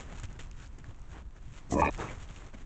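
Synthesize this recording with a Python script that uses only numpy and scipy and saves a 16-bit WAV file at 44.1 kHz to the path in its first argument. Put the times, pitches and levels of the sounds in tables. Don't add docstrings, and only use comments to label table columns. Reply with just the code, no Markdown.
import sys
import numpy as np
from scipy import signal
from scipy.fft import rfft, irfft
from scipy.io import wavfile
from scipy.ndimage import uniform_filter1d

SR = 44100
rng = np.random.default_rng(int(sys.argv[2]) if len(sys.argv) > 2 else 0)


def nominal_scale(level):
    x = np.asarray(level, float) / 20
    return 10 ** x


def master(y):
    cut = np.clip(np.atleast_2d(y).T, -1, 1)
    pcm = np.round(cut * 32767)
    wavfile.write(sys.argv[1], SR, pcm.astype(np.int16))


N = 116865
TIME_S = np.arange(N) / SR


def rms_one(x):
    return x / np.sqrt(np.mean(x ** 2) + 1e-20)


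def in_time(rows):
    s, *columns = np.transpose(rows)
    return [np.interp(TIME_S, s, c) for c in columns]


def drift(rate_hz):
    r = np.exp(-2 * np.pi * rate_hz / SR)
    noise = rng.standard_normal(N + SR)
    return rms_one(signal.lfilter([1], [1, -2 * r, r * r], noise)[SR:])


def colour(x, spectrum):
    hz = np.arange(1, N // 2 + 2) * SR / N
    at_hz, db = np.transpose(spectrum)
    at_hz = np.r_[at_hz[0] / 4, at_hz, at_hz[-1] * 1.1]
    db = np.r_[db[0] - 30, db, db[-1] - 40]
    gain = nominal_scale(np.interp(np.log(hz), np.log(at_hz), db))
    return rms_one(irfft(rfft(x) * gain, N))


def band(x, order, low_hz, high_hz):
    return signal.sosfilt(signal.butter(order, [low_hz, high_hz], "band", fs=SR, output="sos"), x)


def lowpass(x, order, hz):
    return signal.sosfilt(signal.butter(order, hz, fs=SR, output="sos"), x)


def resonate(x, hz, width_hz):
    r, w = np.exp(-np.pi * width_hz / SR), 2 * np.pi * hz / SR
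    return signal.lfilter([0, np.sin(w)], [1, -2 * r * np.cos(w), r * r], x + 1e-18)


def peak(x, hz, width_hz):
    r, w = np.exp(-np.pi * width_hz / SR), 2 * np.pi * hz / SR
    return signal.lfilter([(1 - r * r) / 2, 0, (r * r - 1) / 2], [1, -2 * r * np.cos(w), r * r], x + 1e-18)


def grains(per_s, spread_db):
    sizes = nominal_scale(spread_db * np.minimum(rng.exponential(1, N), 4)) * rng.choice([-1, 1], N)
    clicks = sizes * (rng.random(N) < per_s / SR)
    return rms_one(clicks) + 0.45 * rng.standard_normal(N)


# time in seconds, fold pulse rate in Hz, level in dB, mouth opening 0-1.
GRUNT = [
    (1.698, 60.93, -31, 0),
    (1.715, 60.76, -48, 0.18),
    (1.721, 62.8, -23, 0),
    (1.762, 68.64, -19.5, 0.18),
    (1.78, 72.35, -26.5, 0.37),
    (1.811, 94.36, -29.5, 0.8),
    (1.817, 73.18, -25, 1),
    (1.888, 71.8, -25, 0.83),
    (1.901, 66, -34, 0.6),
]


def fold_cycles():
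    rate_hz = in_time(GRUNT)[0]
    on = (TIME_S > GRUNT[0][0]) & (TIME_S < GRUNT[-1][0])
    return 0.5 + np.cumsum(rate_hz * on) / SR, on


# pitch in Hz, width in Hz, level in dB with mouth shut, half open, open.
THROAT = [(94.6, 98, -6, -5.5, -5), (186, 90, -8, -4, -7), (302, 132, -0.5, 2.5, -8),
          (431, 74, -14.5, -10.5, -12), (568, 130, -22, 7.5, -12), (679, 110, -4.5, -56, -8),
          (886, 107, -27, -46, 5.5), (998, 103, -22.5, 6.5, -27), (1121, 107, -15, -49, 1.5),
          (1744, 193, -34, -8.5, -8.5), (2333, 340, -46.5, -11.5, -3.5), (2470, 68, -45, -15, -15.5),
          (3750, 330, -46, -50, -27)]
# pitch in Hz, width in Hz.
NOTCHES = [(1400, 190), (2010, 74)]
# time in seconds, lift in dB.
SNOUT = [(1.78, -2.5), (1.797, 0.5), (1.81, 4), (1.822, -6.5), (1.846, 0.5), (1.86, 0), (1.872, 3),
         (1.886, -5.5), (1.9, 12)]


def grunt():
    jitter_cycles, shimmer_db, rough, scatter_s = 0.012, 1.4, 0.28, 0.0006
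    rate_hz, level_db, mouth = in_time(GRUNT)
    push_db, = in_time(SNOUT)
    cycles, on = fold_cycles()
    at = np.flatnonzero(np.diff(np.floor(cycles)))
    timing = rng.standard_normal(len(at))
    at = at + (timing * jitter_cycles * SR / rate_hz[at]).astype(int)
    puff = rough * 0.2 * rng.standard_normal(N) * np.exp(-2.6 * (cycles % 1))
    voice = np.zeros(N)
    for hz, width_hz, *mouth_db in THROAT:
        late = (scatter_s * rng.standard_normal(len(at)) * SR).astype(int)
        drive = puff.copy()
        drive[at + late] -= nominal_scale(shimmer_db * rng.standard_normal(len(at)))
        drive_db = level_db + (hz > 1500) * push_db + np.interp(mouth, [0, 0.5, 1], mouth_db)
        drive = drive * on * nominal_scale(drive_db)
        voice += peak(resonate(drive, hz, width_hz), hz, width_hz)
    for hz, width_hz in NOTCHES:
        voice = voice - 0.8 * peak(voice, hz, width_hz)
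    shut = 1 / (1 + np.exp(np.clip((TIME_S - GRUNT[-1][0]) / 0.0019, -50, 50)))
    return nominal_scale(9.5) * voice * shut


# time in seconds, level in dB.
NOSE = [
    (1.69, -75.5),
    (1.712, -44.5),
    (1.74, -46),
    (1.762, -61),
    (1.81, -46.5),
    (1.832, -66.5),
    (1.858, -56.5),
    (1.895, -75.5),
]


def nose_breath():
    rasp_db, pulsing_db = -7.5, 2
    nose_db, = in_time(NOSE)
    mouth = in_time(GRUNT)[2]
    cycles, _ = fold_cycles()
    nose = rms_one(band(grains(2200, spread_db=1.3), 3, 5600, 7900))
    rasp = rms_one(band(grains(3400, spread_db=1.5), 2, 1700, 5400))
    level = nominal_scale(nose_db - pulsing_db * mouth * (cycles % 1))
    return (np.abs(TIME_S - 1.8) < 0.12) * level * (nose + nominal_scale(rasp_db) * rasp)


# time in seconds, level in dB.
SNORT = [
    (1.965, -59),
    (1.99, -39.5),
    (2.018, -35),
    (2.045, -40),
    (2.075, -44),
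    (2.105, -61.5),
    (2.125, -56.5),
    (2.2, -57.5),
]
# frequency in Hz, density in dB per Hz.
SNORT_COLOUR = [(76, -45.5), (130, -6.5), (362, -6), (409, -3.5), (524, -9.5), (1140, -7), (3900, -28.5),
                (4800, -36), (6870, -25), (8800, -40.5), (11400, -78), (19400, -120)]


def snort():
    start, end = (SNORT[0][0] - 0.01, -90), (SNORT[-1][0] + 0.014, -90)
    db, = in_time([start] + list(SNORT) + [end])
    return nominal_scale(db + 1.5 * drift(70)) * colour(grains(3500, spread_db=2.5), SNORT_COLOUR)


# start in seconds, length in seconds, level in
# dB, first Hz, last Hz.
WHISTLES = [(0.584, 0.0704, -61, 1343, 1600), (1.11, 0.048, -64, 1460, 2000),
            (1.135, 0.043, -57.5, 949, 602), (1.165, .03, -67, 1910, 1320), (1.63, .05, -70, 488, 417),
            (1.697, .025, -40.5, 232, 293), (1.706, 0.051, -52.5, 1950, 1880),
            (1.765, 0.051, -40, 965, 1027), (1.815, 0.05, -64.5, 4400, 4060),
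            (1.84, 0.073, -58, 3970, 3670), (1.843, 0.028, -56.5, 5870, 5880),
            (1.845, 0.014, -33, 912, 870), (1.849, .045, -65, 4980, 4940), (1.878, 0.028, -34, 928, 834),
            (1.885, 0.013, -54, 3850, 3840), (1.99, 0.0443, -54, 807, 1293), (2.0, 0.05, -59.5, 3800, 3782),
            (2.025, 0.032, -57, 2095, 2520), (2.06, 0.031, -52, 2470, 2640), (2.08, .035, -50, 2143, 2310),
            (2.1, 0.054, -52.5, 266.3, 205)]


def whistles():
    out = np.zeros(N)
    for s, length_s, db, first_hz, last_hz in WHISTLES:
        slow = lowpass(rng.standard_normal((2, SR // 8)), 2, 140)[:, 1000:]
        u = np.clip(np.arange(slow.shape[1]) / (length_s * SR), 0, 1)
        turn = 2 * np.pi * np.cumsum(first_hz + (last_hz - first_hz) * u) / SR
        wave = rms_one(slow[0] * np.cos(turn) + slow[1] * np.sin(turn))
        out[int(s * SR):][:len(u)] += nominal_scale(db) * np.sin(np.pi * u ** 0.73) * wave
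    return out


# start in seconds, length in seconds, level in dB, brightness in dB,
# share of the length spent swelling.
RUSTLES = [(-.02, 0.032, -47, 0.9, 0.033), (0.02, .11, -51, -1.5, 1), (0.123, 0.086, -55.5, 2.5, 0.61),
           (.231, 0.005, -53, 3.5, 0.032), (0.284, 0.077, -58.5, -1.5, 0.25),
           (0.387, 0.022, -51.5, 2.5, 0.16), (0.431, 0.019, -72.5, 6.5, 0.23), (0.498, 0.15, -59.5, 3.5, 1),
           (0.69, 0.062, -70, 1, 0.72), (0.782, 0.015, -60, 0.7, 0.082), (0.829, 0.081, -60, -1.2, 0.19),
           (1.071, 0.059, -56, 1, 0.95), (1.106, 0.085, -57.5, -6.5, 0.82),
           (1.34, 0.038, -58.5, -1.5, 0.63), (1.403, 0.081, -70, 3.5, 0.23), (1.481, 0.1, -60, 4.5, 1),
           (1.891, 0.059, -55, 4, 1), (2.073, 0.046, -46.5, -1.5, 0.17), (2.126, 0.041, -65, 4, 0.59),
           (2.179, 0.059, -57.5, 3.5, 0.45), (2.272, 0.038, -53, 1, 0.76), (2.332, 0.034, -60, 4, 0.94),
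           (2.363, 0.12, -55, -0.45, 0.28), (2.527, 0.019, -52, -1.3, 0.69),
           (2.568, 0.052, -59.5, 0.5, 0.31)]
# frequency in Hz, density in dB per Hz.
LEAVES = [(120, -4), (200, 1.5), (756, -5.5), (1700, -7.5), (2560, -11.5), (3250, -13.5), (4900, -23.5),
          (7160, -14.5), (8800, -30), (11400, -74), (19400, -120)]


def leaves():
    crackles_per_s, fall_s = 900, 0.02
    crackle = colour(grains(crackles_per_s, spread_db=1.75), LEAVES)
    low = lowpass(crackle, 1, 2000)
    dull, bright = np.zeros(N), np.zeros(N)
    for s, length_s, db, tilt_db, swell in RUSTLES:
        rise = np.clip((TIME_S - s) / (max(swell, 0.03) * length_s), 0, 1)
        shape = rise * np.exp(-np.maximum(TIME_S - s - length_s, 0) / fall_s)
        dull += shape * nominal_scale(db - tilt_db)
        bright += shape * nominal_scale(db + 2.3 * tilt_db)
    return nominal_scale(1.2 * drift(70)) * (dull * low + bright * (crackle - low))


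# time in seconds, peak in dB, pitch in Hz.
SNAPS = [(0.072, -59, 2220), (0.0978, -52, 1880), (0.197, -48, 1270), (0.2329, -49.5, 1600),
         (0.2405, -42, 3000), (0.2563, -50, 2400), (0.287, -54, 2670), (0.321, -59, 1490),
         (0.3636, -51, 1510), (0.395, -42, 1860), (0.3985, -55, 2000), (0.403, -42, 3200),
         (0.4104, -62, 2500), (0.5147, -50, 2630), (0.531, -56, 3100), (0.558, -60, 1410),
         (0.648, -50, 1600), (0.7843, -60, 1940), (0.843, -44, 1720), (1.1134, -65, 1230),
         (1.18, -56, 3530), (1.3647, -54, 1610), (1.4293, -59, 1300), (1.9467, -39, 2240),
         (2.2897, -47, 3320), (2.302, -65, 2390), (2.363, -45.5, 2730), (2.4216, -49, 1390),
         (2.543, -49, 2170)]
# time in seconds, peak in dB, pitch in Hz.
TICKS = [(0.199, -38.5, 7060), (0.165, -46, 6900), (0.235, -38, 6900), (0.2544, -44.5, 5800),
         (0.3282, -49.5, 6610), (0.3346, -58.5, 6530), (0.471, -53, 6200), (0.513, -44, 6300),
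         (0.6614, -51.5, 4900), (0.676, -51, 6600), (0.7868, -48, 6750), (0.8879, -55, 6690),
         (0.962, -57.5, 6740), (0.9947, -56, 7200), (1.0169, -52.5, 6600), (1.055, -66, 5000),
         (1.308, -66.5, 5600), (1.372, -59, 5660), (1.908, -43, 6000), (1.9268, -43, 6940),
         (1.9777, -40.5, 6740), (2.4644, -50.5, 6250)]


def twigs():
    gain_db, ring_cycles, crack, crack_s = 5, 17, 0.24, 0.0015
    out, t = np.zeros(N + SR), np.arange(SR // 10) / SR
    for s, db, hz in list(SNAPS) + list(TICKS):
        ring = np.sin(2 * np.pi * hz * t) * np.exp(-7 * t * hz / ring_cycles)
        click = crack * rng.standard_normal(len(t)) * np.exp(-t / crack_s)
        out[int(s * SR):][:len(t)] += nominal_scale(db + gain_db) * (ring + click)
    return out[:N]


# time in seconds, peak in dB, pitch in Hz.
THUDS = [(0.234, -27, 84), (0.287, -31, 56), (0.782, -40, 320), (0.882, -29.5, 95), (1.114, -34, 70),
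         (1.247, -30.5, 56), (1.445, -33, 49), (1.923, -31, 33.6), (2.04, -28.5, 133), (2.17, -32, 90),
         (2.3, -36, 124), (2.545, -38, 207)]


def hooves():
    out, t = np.zeros(N + SR), np.arange(SR // 10) / SR
    for s, db, hz in THUDS:
        push = np.sin(2 * np.pi * hz * t) * 1.84 * t * hz * np.exp(-1.5 * t * hz)
        out[int(s * SR):][:len(t)] -= nominal_scale(db) * push
    return out[:N]


# frequency in Hz, density in dB per Hz.
RUMBLE = [(8.8, -24), (15, 9), (48, 0.5), (64, -1.5), (97, -7.5), (121, -6.5), (162, -14), (400, -28.5),
          (520, -59.5), (880, -120)]
# time in seconds, level in dB.
SHAKE = [(0.0, -46), (0.3, -39), (0.32, -43.5), (1.28, -46), (1.36, -54), (1.45, -43), (1.61, -47.5),
         (1.8, -40.5), (2.03, -41), (2.53, -48), (2.65, -43.5)]


def rumble():
    low = colour(rng.standard_normal(N), RUMBLE)
    power = uniform_filter1d(low ** 2, size=3000)
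    return nominal_scale(in_time(SHAKE)[0]) * rms_one(low / (power + 0.1) ** 0.2)


# frequency in Hz, density in dB per Hz.
HISS = [(120, -58), (200, -21.5), (279, -9), (493, -16), (872, -15), (944, -13.5), (5140, -33.5),
        (6110, -30), (8800, -34), (11400, -66.5), (19400, -120)]
# time in seconds, lift in dB.
STIR = [(0, 5), (.9, 1.5), (1.0, 3), (1.2, 7), (1.24, -3), (1.34, 1), (1.38, -1), (1.65, 5.5), (2.15, 8),
        (2.65, 0.5)]


def night_air():
    hiss_db, settle_db, settle_per_s = -67, -70.5, 120
    level_db = hiss_db + in_time(STIR)[0] + 0.8 * drift(8)
    hiss = nominal_scale(level_db) * colour(rng.standard_normal(N), HISS)
    settling = colour(grains(settle_per_s, spread_db=4.6), LEAVES)
    return hiss + nominal_scale(settle_db) * settling


def scene():
    boar = grunt() + nose_breath() + snort() + whistles()
    steps = leaves() + twigs() + hooves()
    return (boar + steps + rumble() + night_air())[None]


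def low_pass(x):
    return signal.sosfilt(signal.butter(12, 9030, fs=SR, output="sos"), x)


def record(dry):
    mix = signal.sosfilt(signal.cheby2(10, 60, 9850, fs=SR, output="sos"), dry)
    return low_pass(mix)


dry = scene()
out = record(dry)
master(out)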